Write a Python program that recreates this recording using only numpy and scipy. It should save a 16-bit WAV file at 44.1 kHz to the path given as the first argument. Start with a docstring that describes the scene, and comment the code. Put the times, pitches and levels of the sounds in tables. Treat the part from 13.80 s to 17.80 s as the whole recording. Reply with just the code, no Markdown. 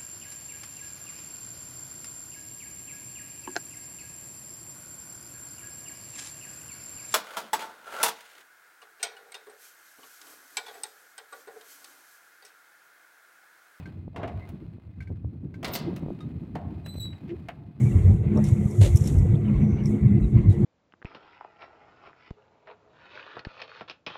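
"""Outdoors on a farm, close to a baler whose wire tier is turned slowly. Steel parts click and clack,
and each impact excites the modes of the frame; the twister hook lets go with a double snap.
Friction makes the drawn wire squeal and sliding steel scrape and rub, among brief high chirps.
Beneath it, the turbulence of a light breeze buffets the microphone with rumble, pops and low hoots."""
import sys
import numpy as np
from scipy import signal
from scipy.fft import rfft, irfft, next_fast_len
from scipy.io import wavfile
from scipy.ndimage import map_coordinates

SR = 44100
rng = np.random.default_rng(int(sys.argv[2]) if len(sys.argv) > 2 else 0)


def generate_wav(signal):
    """Clip the signal to [-1, 1] and save it as 16-bit WAV at the path in sys.argv[1]."""
    frames = np.transpose(np.atleast_2d(signal))
    scaled = np.clip(frames, -1, 1) * 32767
    pcm = np.round(scaled).astype(np.int16)
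    wavfile.write(sys.argv[1], SR, pcm)


N = 176400

# centres of the body, clack, click and fizz bands: frequency_hz
BANDS_HZ = [700, 2200, 4300, 13000]
# damping of a blow: frequency_hz, t60_s
BLOW_DECAY = [(400, 0.073), (2000, 0.11), (6000, 0.032), (14000, 0.053)]
# steel contacts, in relative levels: start_s, body_db, clack_db, click_db, fizz_db, ring_db
IMPACTS = [(.361, -36, -49.5, -52.5, -67.5, -0.5), (.431, -35, -42.5, -55.5, -71, -7.5),
           (.476, -49, -51, -54, -69, -7), (.689, -53, -59, -58.5, -57, -19.5),
           (1.829, -38, -45.5, -48.5, -52.5, -7.5), (1.845, -36, -36.5, -32.5, -46, 0),
           (1.876, -41, -55.5, -55, -51, 4.5), (1.935, -54.5, -54, -33.5, -46, 4.5),
           (1.952, -37.5, -39.5, -31, -35.5, -2.5), (2.162, -45, -53.5, -50, -53, -9.5),
           (2.753, -33.5, -49, -52, -63.5, -5.5), (3.061, -48.5, -52.5, -54, -50, -27),
           (3.685, -36, -42.5, -50.5, -60, -14.5)]
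def impacts():
    """Impact excitation: a crack, a damped blow and the chatter of loose parts set the frame ringing."""
    out, size = np.zeros(N), SR // 4
    t = np.arange(size) / SR
    rise_s, crack_t60_s, chatter_t60_s = 0.00085, 0.013, 0.12
    attack = 1 - np.exp(-t / rise_s)
    for s, *band_db, ring_db in IMPACTS:
        blow = unit(dying(BLOW_DECAY, size))
        chatter = rng.standard_normal(size) * amp(5 * wobble(600, size) - 60 * t / chatter_t60_s)
        crack = rng.standard_normal(size) * amp(-60 * t / crack_t60_s)
        force = amp(-4.5) * unit(crack) + blow + amp(ring_db / 2 - 0.5) * unit(chatter)
        burst = amp(-18) * attack * filtered(force, lambda hz: steel_response(band_db, hz))
        add(out, s, burst)
        add(out, s, amp(ring_db) * signal.fftconvolve(burst, frame_ring()))
    return out


# resonances of the struck parts: centre_hz, width_hz, gain_db
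STEEL_PEAKS = [(694.3, 38.6, 4), (2082, 320, 0), (2760, 420, 0)]
def steel_response(band_db, hz):
    """Resonant filtering: struck steel shapes a contact's spectrum with damped peaks and little bass."""
    spectrum = amp(along(list(zip(BANDS_HZ, band_db)), hz) - 2.5)
    bass_cut = (1j * hz / (204 + 1j * hz)) ** 2
    pink_tilt = np.sqrt(SR / (hz + 20))
    return spectrum * resonances(STEEL_PEAKS, hz) * bass_cut * pink_tilt


# damping of the sheet metal: frequency_hz, t60_s
SHEET_DECAY = [(300, 0.95), (1000, 0.83), (4000, 0.37), (14000, 0.044)]
# spectrum of the sheet metal: frequency_hz, gain_db
SHEET_SPECTRUM = [(700, -3), (1100, -3.5), (2500, -11.5), (4300, -6), (6500, -10.5)]
# clear modes of the frame: pitch_hz, weight_db, t60_s
FRAME_MODES = [(490, -8.5, .4), (641, -1, 0.59), (727, 4.5, 0.27), (1067, -6.5, 1), (3770, -9.5, 1)]
def frame_ring():
    """Modal superposition: the frame's impulse response is a dense wash plus a few clear modes."""
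    t = np.arange(SR) / SR
    wash = dying(SHEET_DECAY, SR)
    wash = filtered(wash / np.linalg.norm(wash), lambda hz: amp(along(SHEET_SPECTRUM, hz)))
    modes = sum(np.sqrt(hz) * damped_mode(hz, db, t60, t) for hz, db, t60 in FRAME_MODES)
    return wash + amp(-17.5) * modes / np.linalg.norm(modes)


# taps on the latch and on the pawl: start_s, level_db
LATCH_TAPS = [(.057, -47.5), (1.205, -47), (1.223, -49.5), (1.273, -55.5), (1.741, -47)]
PAWL_TAPS = [(2.405, -45)]
# modes of each part: pitch_hz, gain_db, t60_s
LATCH_MODES = [(1561, -2, .1), (2100, 2.5, 0.033), (2270, -4, 0.069), (4260, -14.5, 0.038)]
PAWL_MODES = [(1244, 3.5, 0.16), (3720, -5, .14)]
def clinks(taps, modes):
    """Free vibration: a small tapped part gives a dull click and rings briefly in its own modes."""
    out, t = np.zeros(N), np.arange(SR // 3) / SR
    rise_s, click_t60_s, cutoff_hz = 0.00049, 0.1, 2880
    attack = 1 - np.exp(-t / rise_s)
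    for s, db in taps:
        ring = sum(damped_mode(hz, gain + 3.5 * rng.normal(), t60, t) for hz, gain, t60 in modes)
        click = rng.standard_normal(len(t)) * amp(2 - 60 * t / click_t60_s)
        click = filtered(click, lambda hz: (1 + 1j * hz / cutoff_hz) ** -2)
        add(out, s, amp(db) * attack * (ring + click))
    return out


# second to fourth harmonics of the wire: gain_db
WIRE_OVERTONES = [-1, -7, -16]
# damping of the wire: frequency_hz, t60_s
WIRE_DECAY = [(4000, 0.2)]
# course of the squeal: time_s, pitch_hz, level_db, overtones_db
SQUEAL = [(3.045, 4020, -66, -12), (3.06, 3964, -54.5, -9), (3.098, 4010, -50, -10.5),
          (3.13, 4026, -50, -15), (3.19, 4034, -48, -8), (3.21, 3880, -46.5, 1.5),
          (3.226, 3932, -41, -11.5), (3.272, 3907, -44, -22), (3.3, 3903, -57.5, -22),
          (3.37, 3874, -72, -13)]
def wire_squeal():
    """Self-excited oscillation: the wire sings in the hook, rasps, then falls as it bites harder."""
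    hz, db, bright_db = curves(SQUEAL)
    t = np.arange(N) / SR
    jitter, flutter_db, rasp_centre_s, rasp_sigma_s = .008, 2.5, 3.155, 0.025
    phase = 2 * np.pi * np.cumsum(hz * (1 + jitter * wobble(1500))) / SR
    overtones = sum(amp(bright_db + gain + flutter_db * wobble(90)) * np.sin(k * phase)
                    for k, gain in enumerate(WIRE_OVERTONES, 2))
    # period doubling puts partials halfway between the harmonics
    halfway = sum(np.sin((k + .5) * phase) for k in range(1, 4))
    rasp = amp(-24) * swell(t - rasp_centre_s, rasp_sigma_s) * halfway
    sounding = (t > SQUEAL[0][0]) & (t < SQUEAL[-1][0])
    envelope = sounding * amp(db + flutter_db * wobble(180))
    tone = envelope * (np.sqrt(2) * (np.sin(phase) + overtones) + rasp)
    ring = dying(WIRE_DECAY, SR // 4)
    return tone + amp(-4.5) * signal.fftconvolve(tone, ring / np.linalg.norm(ring))[:N]


# brief high chirps and low wind hoots: centre_s, sigma_s, pitch_hz, level_db, jitter_hz
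CHIRPS_AND_HOOTS = [(0.63, 0.022, 2075, -55.5, 59.4), (1.946, 0.013, 14560, -36, 37),
                    (2.086, 0.014, 331, -28.5, 39), (3.222, 0.056, 5590, -79, 25.2),
                    (3.523, 0.019, 334.7, -31.5, 34.2)]
def chirps_and_hoots():
    """Frequency jitter roughens brief high chirps and the low hoots of wind buffeting the microphone."""
    out, size = np.zeros(N), SR // 5
    t = (np.arange(size) - size / 2) / SR
    harmonic_step_db = -27.5
    for s, sigma_s, pitch_hz, db, jitter_hz in CHIRPS_AND_HOOTS:
        hz = pitch_hz + jitter_hz * wobble(396.7, size)
        phase = 2 * np.pi * np.cumsum(hz) / SR
        tone = sum(amp(harmonic_step_db * (k - 1)) * np.sin(k * phase) * (k * hz < SR / 2)
                   for k in range(1, 5))
        add(out, s + t[0], amp(db) * swell(t, sigma_s) * np.sqrt(2) * tone)
    return out


# dragging parts, in relative levels: centre_s, sigma_s, body_db, clack_db
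SCRAPES = [(.445, 0.043, -34, -52), (3.334, 0.0051, -66, -56.5), (3.503, 0.013, -68, -50.5)]
def scrapes():
    """Forced vibration: a part judders over its neighbour, driving the steel with a swell of grains."""
    out, t = np.zeros(N), np.arange(N) / SR
    cutoff_hz = 3870
    for s, sigma_s, *band_db in SCRAPES:
        grains = rng.standard_normal(N) * amp(3.5 * wobble(200) - 3) * swell(t - s, sigma_s)
        out += filtered(grains, lambda hz: steel_response(band_db, hz) / (1 + (hz / cutoff_hz) ** 2) ** 2)
    return out


# strength of the sliding: time_s, relative_level_db
RUB_LEVELS = [(0, -56), (.32, -74), (.62, -59.5), (.88, -67), (1.1, -70), (1.7, -74), (2.07, -56.5),
              (2.25, -61), (2.72, -65.5), (2.92, -62), (3.6, -62.5), (3.85, -69)]
# spectrum of the friction: frequency_hz, gain_db
RUB_SPECTRUM = [(150, -10.5), (600, 1.5), (2600, -11.5), (4500, -19.5), (5800, -30.5), (15000, -33.5)]
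# resonances of the sliding parts: centre_hz, width_hz, gain_db
RUB_PEAKS = [(2087, 35, 2.5), (2504, 54, 5), (4110, 110, -1.5)]
def rubbing():
    """Broadband excitation: friction and ticks of trapped grit drive the sliding parts' resonances."""
    db, = curves(RUB_LEVELS)
    ticks_per_s = 70
    friction = rng.standard_normal(N) * amp(1.75 * wobble(120))
    ticks = (rng.random(N) < ticks_per_s / SR) * amp(4.5 * rng.standard_normal(N))
    force = unit(friction) + amp(-6) * unit(ticks)
    sliding = filtered(force, lambda hz: amp(along(RUB_SPECTRUM, hz)) * resonances(RUB_PEAKS, hz))
    return amp(db + 1.5) * unit(sliding)


# spectra of the rumble and the buffeting: frequency_hz, gain_db
RUMBLE_SPECTRUM = [(20, -57.5), (62, -7), (98, 2.5), (200, -19), (400, -86.5)]
BUFFET_SPECTRUM = [(70, -26), (150, 0.5), (330, -11), (520, -29.5), (4000, -74.5)]
# single eddies: centre_s, level_db
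EDDY_POPS = [(.28, -30), (1.304, -32), (1.447, -30), (2.234, -25.5), (2.263, -24.5), (2.285, -23),
             (3.155, -30.5)]
# strength of the breeze, in relative levels: time_s, rumble_db, buffet_db
BREEZE = [(0, -39.5, -46.5), (.8, -42, -44), (1, -45.5, -53), (1.38, -38, -43.5), (2.08, -44.5, -34.5),
          (2.9, -38.5, -39.5), (3.9, -43.5, -46.5)]
def breeze():
    """Turbulent pressure: moving air rumbles and buffets the microphone, and single eddies pop."""
    rumble_db, buffet_db = curves(BREEZE)
    air = amp(rumble_db - 1.5 + 3.5 * wobble(26.04)) * noise(RUMBLE_SPECTRUM)
    air += amp(buffet_db - 1 + 3.5 * wobble(35)) * noise(BUFFET_SPECTRUM)
    t = np.arange(-SR // 20, SR // 20) / SR
    pop_width_s = 0.00071
    passage = t / pop_width_s
    pulse = 2 * passage / (1 + passage ** 2) ** 1.5
    stray_pops = [(i / SR, buffet_db[i] + 6.5 + 7.5 * rng.normal()) for i in rng.integers(N, size=12)]
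    for s, db in [*EDDY_POPS, *stray_pops]:
        add(air, s + t[0], amp(db) * pulse)
    return air


def amp(db):
    """Decibels as an amplitude ratio."""
    return 10 ** (np.asarray(db) / 20)


def unit(x):
    """Normalisation to rms 1."""
    return x / np.sqrt(np.mean(x ** 2) + 1e-20)


def along(points, hz):
    """Interpolation of (frequency_hz, value) points on a log axis."""
    f, v = np.transpose(points)
    return np.interp(np.log(hz + 1), np.log(f + 1), v)


def curves(rows):
    """Linear interpolation: one value per sample for each column after the time."""
    s, *cols = np.transpose(rows)
    return [np.interp(np.arange(N) / SR, s, c) for c in cols]


def wobble(rate_hz, size=N):
    """Random modulation: a smooth curve with rate_hz knots a second."""
    knots = rng.standard_normal(int(size * rate_hz / SR) + 4)
    return map_coordinates(knots, [np.arange(size) * rate_hz / SR])


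def swell(t, sigma_s):
    """A Gaussian envelope centred on t = 0."""
    return np.exp(-.5 * (t / sigma_s) ** 2)


def damped_mode(hz, db, t60, t):
    """Exponential decay of a sinusoid with random phase."""
    return amp(db - 60 * t / t60) * np.sin(2 * np.pi * (hz * t + rng.random()))


def resonances(peaks, hz):
    """Second-order resonators in parallel with a flat response."""
    return 1 + sum(amp(db) * 1j * hz * width / (f * f - hz * hz + 1j * hz * width)
                   for f, width, db in peaks)


def filtered(x, gain):
    """Linear filtering: the spectrum of x times gain(hz)."""
    size = next_fast_len(len(x) + SR // 10)
    return irfft(rfft(x, size) * gain(np.fft.rfftfreq(size, 1 / SR)), size)[:len(x)]


def noise(spectrum):
    """Coloured noise of rms 1."""
    return unit(filtered(rng.standard_normal(N), lambda hz: amp(along(spectrum, hz))))


def dying(decay, size):
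    """Frequency-dependent damping: noise in which each band dies at its own rate."""
    hz, t, bands = signal.stft(rng.standard_normal(size), SR, nperseg=128)
    bands *= amp(-60 * t / along(decay, hz)[:, None])
    return signal.istft(bands, SR, nperseg=128)[1][:size]


def add(track, s, sound):
    """Mix a sound in at time s."""
    part = track[max(round(s * SR), 0):][:len(sound)]
    part += sound[:len(part)]


def scene():
    """Superposition: impacts, friction and wind sum in one channel."""
    contacts = impacts() + clinks(LATCH_TAPS, LATCH_MODES) + clinks(PAWL_TAPS, PAWL_MODES)
    return (contacts + scrapes() + wire_squeal() + chirps_and_hoots() + rubbing() + breeze())[None]


def record(dry):
    """Band limiting: a steep low-pass removes the highest treble."""
    cutoff_hz, edge_hz = 15950, 80
    return np.array([filtered(x, lambda hz: .5 - .5 * np.tanh((hz - cutoff_hz) / edge_hz)) for x in dry])


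dry = scene()
out = record(dry)
generate_wav(out)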